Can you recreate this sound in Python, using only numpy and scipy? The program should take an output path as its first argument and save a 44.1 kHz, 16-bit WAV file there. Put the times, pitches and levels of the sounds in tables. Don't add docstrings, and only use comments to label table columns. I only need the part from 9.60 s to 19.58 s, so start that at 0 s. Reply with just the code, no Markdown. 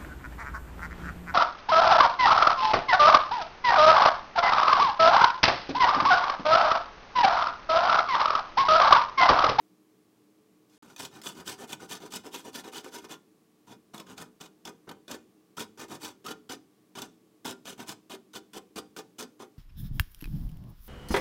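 import sys
import numpy as np
from scipy import signal
from scipy.fft import rfft, irfft
from scipy.io import wavfile
from scipy.ndimage import map_coordinates

SR = 44100
rng = np.random.default_rng(int(sys.argv[2]) if len(sys.argv) > 2 else 0)


def int16_out(signal):
    q = np.round(np.clip(np.atleast_2d(signal).T, -1, 1) * 32767)
    wavfile.write(sys.argv[1], SR, q.astype(np.int16))


N = 440118
SPAN = 16384
T, HZ = np.arange(SPAN) / SR, np.fft.rfftfreq(SPAN, 1 / SR)

# f/Hz, level/dB
RASP_COLOUR = [(500, -67), (1300, -7), (2000, -6), (3200, -0.5), (4200, 0), (6000, -1.5), (7700, -2.5),
               (9500, -6), (10900, -9), (12200, -6.5), (15500, -11.5)]
# f/Hz, level/dB
CLATTER_COLOUR = [(250, -48), (560, 0), (750, -1), (1100, -3), (1450, -4), (1680, -12), (2300, -11),
                  (5000, -43)]


def amp(db):
    return 10 ** (np.asarray(db) / 20)


def unit(x):
    return x / np.sqrt(np.mean(x ** 2) + 1e-30)


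def along(points, hz):
    f, values = np.transpose(points)
    return np.interp(np.log(hz + 1), np.log(f + 1), values)


def wobble(rate, size):
    knots = rng.standard_normal(size // 100)
    return map_coordinates(knots, [np.arange(size) * rate / SR], mode="wrap")


def through(x, response):
    return signal.fftconvolve(x, response)[:len(x)]


def add(track, start_s, x):
    part = track[round(start_s * SR):][:len(x)]
    part += x[:len(part)]


def room_tone(air_db, hum_gain_db):
    # f/Hz, level/dB
    air_colour = [(15, -74), (25, -56), (113, -17), (156, -13), (188, -5.5), (274, -12.5), (305, -5),
                  (389, -12), (433, -8.5), (509, -19), (826, -22.5), (895, -25.5), (1140, -25.5),
                  (1490, -29), (15500, -36.5)]
    # f/Hz, level/dB
    hum_tones = [(60, -106), (120, -84), (197, -78.5), (302, -72), (312.6, -70), (414.9, -95),
                 (432.9, -75.5), (1001, -93), (1061, -97), (1120, -85), (1179, -87.5)]
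    hz, t = np.fft.rfftfreq(N, 1 / SR), np.arange(N) / SR
    air = unit(irfft(rfft(rng.standard_normal(N)) * amp(along(air_colour, hz)), N))
    hum = np.zeros(N)
    for f, db in hum_tones:
        phase = 2 * np.pi * (f * t + rng.random()) + 0.77 * wobble(4.9, N)
        hum += amp(db) * np.sqrt(2) * np.sin(phase)
    return amp(air_db) * air + amp(hum_gain_db) * hum


def kitchen(x, wet_db, delay_s=0.0091):
    # f/Hz, t60/s
    decay_times = [(150, 0.5), (400, 0.41), (1000, 0.21), (3000, 0.31), (8000, 0.3), (15000, 0.051)]
    hz, t, noise = signal.stft(rng.standard_normal(SPAN), SR, nperseg=256)
    decay = amp(-60 * t / along(decay_times, hz)[:, None])
    tail = signal.istft(noise * decay, SR, nperseg=256)[1][:SPAN]
    tail *= T > delay_s
    return x + amp(wet_db) * through(x, tail / np.linalg.norm(tail))


def squeaks():
    # t/s, f/Hz, length/s, relative level/dB
    slips = [(4.339, 1270, 0.015, -54), (5.979, 1307, 0.01, -40), (6.658, 1200, 0.02, -41.5),
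             (6.893, 1350, 0.012, -48.5)]
    track = np.zeros(N)
    for start, hz, length, db in slips:
        unsteady_hz = hz * (1 + 0.1 * wobble(350, SPAN))
        slip = np.sin(2 * np.pi * np.cumsum(unsteady_hz) / SR)
        swell = np.sqrt(np.abs(np.sin(np.pi * np.minimum(T / length, 1))))
        add(track, start, kitchen(amp(db + 5) * swell * slip, wet_db=-10))
    return track


def grater(colour, bass_db=0, bass_hz=225, grip_db=1.5):
    # f/Hz, width/Hz, lift/dB
    resonances = [(123.4, 11, 3), (203, 100, -1), (253, 69, 4.5), (316, 14, 6.5), (389, 8.8, 7.5),
                  (437.6, 56, 4), (770, 74, 5.5), (959, 54, 11), (1045, 20, 6.5), (1228, 67, 7),
                  (1402, 15, 11.5), (1510, 74, 10), (1767, 57, 11.5), (2133, 23, 8), (2472, 38, 11),
                  (2980, 320, 8), (3467, 94, 11), (3800, 32, 10), (4500, 100, 6.5), (4830, 26, 8.5),
                  (5200, 71, 7.5), (5940, 270, 5.5), (6170, 200, 5.5), (6900, 260, 3.5), (7730, 49, 5.5)]
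    power = np.ones(len(HZ))
    for f, width, db in resonances:
        peak = amp(db + grip_db * rng.standard_normal()) ** 2 - 1
        power += peak / (1 + (2 * (HZ - f) / width) ** 2)
    bass_shelf = amp(bass_db / (1 + (HZ / bass_hz) ** 8))
    magnitude = amp(along(colour, HZ)) * bass_shelf * np.sqrt(np.maximum(power, 0.5))
    cepstrum = irfft(np.log(magnitude))
    fold = 1 + np.sign(SPAN / 2 - np.arange(SPAN))
    fold[0] = 1
    return irfft(np.exp(rfft(cepstrum * fold)))


def shimmer(x, t60, share, paths=4, dwell_s=0.007):
    tails = rng.standard_normal((paths, SPAN // 4)) * amp(-60 * T[:SPAN // 4] / t60)
    tails *= share / np.linalg.norm(tails, axis=1, keepdims=True)
    tails[:, 0] += 1
    touched = (T // dwell_s) % paths == np.arange(paths)[:, None]
    return signal.fftconvolve(x * touched, tails, axes=1).sum(0)[:SPAN]


def teeth(rate, uneven, scatter_db, release_s):
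    rows_per_s = rate * np.exp(uneven * wobble(70, SPAN))
    rows_passed = np.floor(rng.random() + np.cumsum(rows_per_s) / SR)
    catches = np.diff(rows_passed, prepend=0) > 0
    return through(catches * amp(scatter_db * rng.standard_normal(SPAN)), np.exp(-T / release_s))


def fractures(rate, scatter_db):
    cracks = (rng.random(SPAN) < rate / SR) * rng.choice([-1, 1], SPAN)
    return cracks * amp(scatter_db * rng.standard_normal(SPAN))


def pressure(rise_s, hold_s, fall_s, landing_db, lag_s=0):
    t = np.maximum(T - lag_s * np.minimum(T / rise_s, 1), 0)
    bearing_db = landing_db * np.maximum(1 - t / rise_s, 0) ** 2
    easing_db = -20 * (np.maximum(t - rise_s - hold_s, 0) / fall_s) ** 2
    return amp(bearing_db + easing_db) * (1 - np.exp(-T / 0.0025))


def rubbed(push, grain, body, t60, share):
    ring = through(shimmer(push * grain, t60, share), body)
    return unit(ring) * np.sqrt(np.mean(push ** 2))


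def spray(push):
    # f/Hz, level/dB
    sizzle_colour = [(2000, -40), (5000, -7), (8000, 4), (12000, -5.5), (15500, -8.5)]
    droplets = fractures(rate=18000, scatter_db=1.5)
    return push * unit(irfft(rfft(droplets) * amp(along(sizzle_colour, HZ))))


def snags():
    # t/s, level/dB
    rips = [(1.362, -38.5), (1.404, -36.5), (1.449, -31), (1.615, -40.5), (1.668, -32), (1.876, -28.5),
            (1.892, -34.5), (2.311, -38), (2.521, -41), (2.567, -34), (2.956, -41), (3.147, -47),
            (4.091, -55), (4.378, -39), (4.398, -38.5), (4.578, -36.5), (4.81, -38.5), (4.858, -46),
            (5.052, -34), (5.073, -38.5), (5.291, -38), (5.313, -44), (5.48, -40), (5.512, -31),
            (6.212, -39), (6.446, -32), (6.663, -33), (7.386, -35.5), (7.418, -30), (7.876, -35),
            (8.291, -32), (9.178, -41), (9.387, -38)]
    track = np.zeros(N)
    rip = np.exp(-T / 0.0039) * (1 - np.exp(-T / 0.00051))
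    for start, db in rips:
        burst = fractures(rate=12000, scatter_db=2)
        crack = rubbed(rip, burst, grater(RASP_COLOUR), t60=0.026, share=1.3)
        knock = rubbed(rip, burst, grater(CLATTER_COLOUR), t60=0.05, share=0.69)
        snag = crack + amp(-10.5) * knock + amp(-26) * spray(rip)
        add(track, start, amp(db) * kitchen(snag, wet_db=-18.5))
    return track


def flick(db):
    # f/Hz, level/dB, t60/s
    wall_modes = [(237, -20, 0.16), (306, -7, 0.18), (367.5, -3, 0.14), (425.7, 1.5, 0.13),
                  (507, -2.5, 0.11), (657, -11, 0.094), (783, -8.5, 0.23), (948, -23, 0.046)]
    ring = np.zeros(SPAN)
    for hz, mode_db, t60 in wall_modes:
        decay = amp(mode_db + rng.normal(0, 1.1) - 60 * T / t60)
        ring += decay * np.sin(2 * np.pi * (hz * T + rng.random()))
    return kitchen(amp(db) * ring * (1 - np.exp(-T / 0.00087)), wet_db=-18.5)


def bass_at(t):
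    # t/s, level/dB
    bass_drift = [(1.4, 4), (2.5, 0.5), (3.3, -8), (4.1, 8), (5.3, 1.5), (6.6, -1), (7.4, 2), (7.9, -1),
                  (8.6, 2), (9.8, -3)]
    return np.interp(t, *np.transpose(bass_drift))


def stroke(shape, rasp_db, wall_db, box_db, bass_db):
    # f/Hz, level/dB
    thrum_colour = [(25, -22), (55, -20.5), (85, -11), (125, -6.5), (190, 1.5), (280, 1), (420, 0.5),
                    (490, -3), (580, -13), (1200, -22.5), (3000, -68.5)]
    sheet, wall, box = grater(RASP_COLOUR), grater(CLATTER_COLOUR), grater(thrum_colour, bass_db)
    judder = amp(2.1 * wobble(85, SPAN))
    catches = unit(teeth(rate=150, uneven=0.4, scatter_db=4, release_s=0.0021))
    bite = unit(judder * (1.5 + catches))
    push = pressure(*shape)
    fine_grain = bite * fractures(rate=11000, scatter_db=2.5)
    rasp = rubbed(push, fine_grain, sheet, t60=0.043, share=1.05)
    rasp += amp(-11) * spray(push * bite * amp(4.7 * wobble(63, SPAN)))
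    medium_grain = bite * fractures(rate=3500, scatter_db=1)
    clatter = rubbed(pressure(*shape, lag_s=0.0012), medium_grain, wall, t60=0.086, share=0.9)
    coarse_grain = bite * fractures(rate=1500, scatter_db=2.5)
    thrum = rubbed(pressure(*shape, lag_s=0.0014), coarse_grain, box, t60=0.037, share=0.48)
    return (amp(rasp_db) * kitchen(rasp, wet_db=-22)
            + amp(wall_db) * kitchen(clatter, wet_db=-15.5)
            + amp(box_db) * kitchen(thrum, wet_db=-10))


def half_rub(half, start, length, rasp_db, effort_db):
    rise, hold, fall, turn_db, wall_db, box_db, bass_db = half
    shape = (rise * length, hold * length, fall * length, turn_db)
    return stroke(shape, rasp_db, wall_db + effort_db, box_db + effort_db, bass_db + bass_at(start))


def rubs(up_flick_db=-44, flick_after_s=0.033):
    # t/s, up length/s, down length/s, up rasp/dB, down rasp/dB
    rub_cycles = [(1.255, 0.11, 0.12, -62.5, -43), (1.51, 0.11, 0.12, -57, -41.5),
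                  (1.744, 0.097, 0.13, -53.5, -42), (1.975, 0.095, 0.1, -51, -40.5),
                  (2.191, 0.085, .12, -53.5, -41.5), (2.399, 0.1, 0.11, -53.5, -41),
                  (2.631, 0.076, 0.13, -52.5, -43), (2.838, 0.081, 0.11, -52, -42.5),
                  (3.035, 0.078, 0.11, -51.5, -42.5), (3.23, .074, 0.12, -52.5, -46.5),
                  (3.415, 0.067, 0.087, -55, -46), (4.458, .1, 0.11, -56, -49.5),
                  (6.279, 0.11, 0.14, -49.5, -44.5), (8.175, .083, 0.09, -49.5, -43.5)]
    # rise/share, hold/share, fall/share, push at turn/dB, wall/dB, box/dB, bass/dB
    up_half = (0.46, .14, 0.33, -7.5, -51.5, -50, 0.5)
    down_half = (0.3479, 0.1047, 0.4944, -23.5, -47, -48, 1.5)
    track = np.zeros(N)
    usual_up_db, usual_down_db = np.mean(rub_cycles, axis=0)[-2:]
    for start, up_s, down_s, up_db, down_db in rub_cycles:
        turn = start + up_s
        up_effort_db, down_effort_db = 0.99 * (up_db - usual_up_db), 0.27 * (down_db - usual_down_db)
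        add(track, start, half_rub(up_half, start, up_s, up_db, up_effort_db))
        add(track, turn, half_rub(down_half, turn, down_s, down_db, down_effort_db))
        if 1.95 < start < 3.35:
            add(track, start + flick_after_s, flick(up_flick_db))
    return track


def swipes(attack_share=0.74, lift_off_s=0.03, damping_db_per_s=222):
    # t/s, time to lift-off/s, landing against full push/dB, rasp/dB, body/dB
    contacts = [(1.095, 0.11, -1.5, -69, -77), (1.222, 0.03, 8.5, -65, -60), (4.065, 0.067, -8, -58, -54.5),
                (4.334, 0.072, 2.5, -54, -50.5), (4.801, 0.047, 0, -52.5, -54),
                (5.048, 0.033, -9, -51, -46.5), (5.269, .041, -7.5, -63, -47.5),
                (5.477, 0.064, -12, -47.5, -45.5), (5.967, 0.051, 0, -41.5, -44.5),
                (6.173, 0.057, -2.5, -49, -48), (6.641, 0.065, -6.5, -44.5, -44.5),
                (6.891, 0.038, -1, -42.5, -45.5), (7.351, 0.087, 2, -49.5, -48),
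                (7.846, 0.057, 2, -41.5, -42.5), (8.048, 0.069, -8, -45.5, -49.5),
                (8.495, 0.041, -5.5, -46, -47.5), (8.732, 0.03, 2, -44.5, -49),
                (8.93, 0.034, -7, -46.5, -47.5), (9.157, 0.022, 1.5, -42.5, -43.5),
                (9.363, 0.026, 2.5, -47.5, -47), (9.582, 0.039, 1.5, -43, -46.5),
                (9.792, .035, -5.5, -54.5, -49)]
    track = np.zeros(N)
    for start, length, landing_db, rasp_db, body_db in contacts:
        attack = attack_share * length
        shape = (attack, length - attack, lift_off_s, landing_db)
        add(track, start, stroke(shape, rasp_db, body_db - 0.5, body_db, bass_at(start)))
        add(track, start + length, flick(body_db + 10 - damping_db_per_s * length))
    return track


def scene():
    zesting = rubs() + swipes() + snags() + squeaks()
    return (zesting + room_tone(air_db=-65.5, hum_gain_db=-2))[None]


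def record(dry, silence_s=(1.179, 1.224), top_hz=15850):
    t = np.arange(N) / SR
    live = (t < silence_s[0]) | (t > silence_s[1])
    in_band = np.fft.rfftfreq(N, 1 / SR) < top_hz
    return irfft(rfft(dry * live) * in_band, N)


dry = scene()
out = record(dry)
int16_out(out)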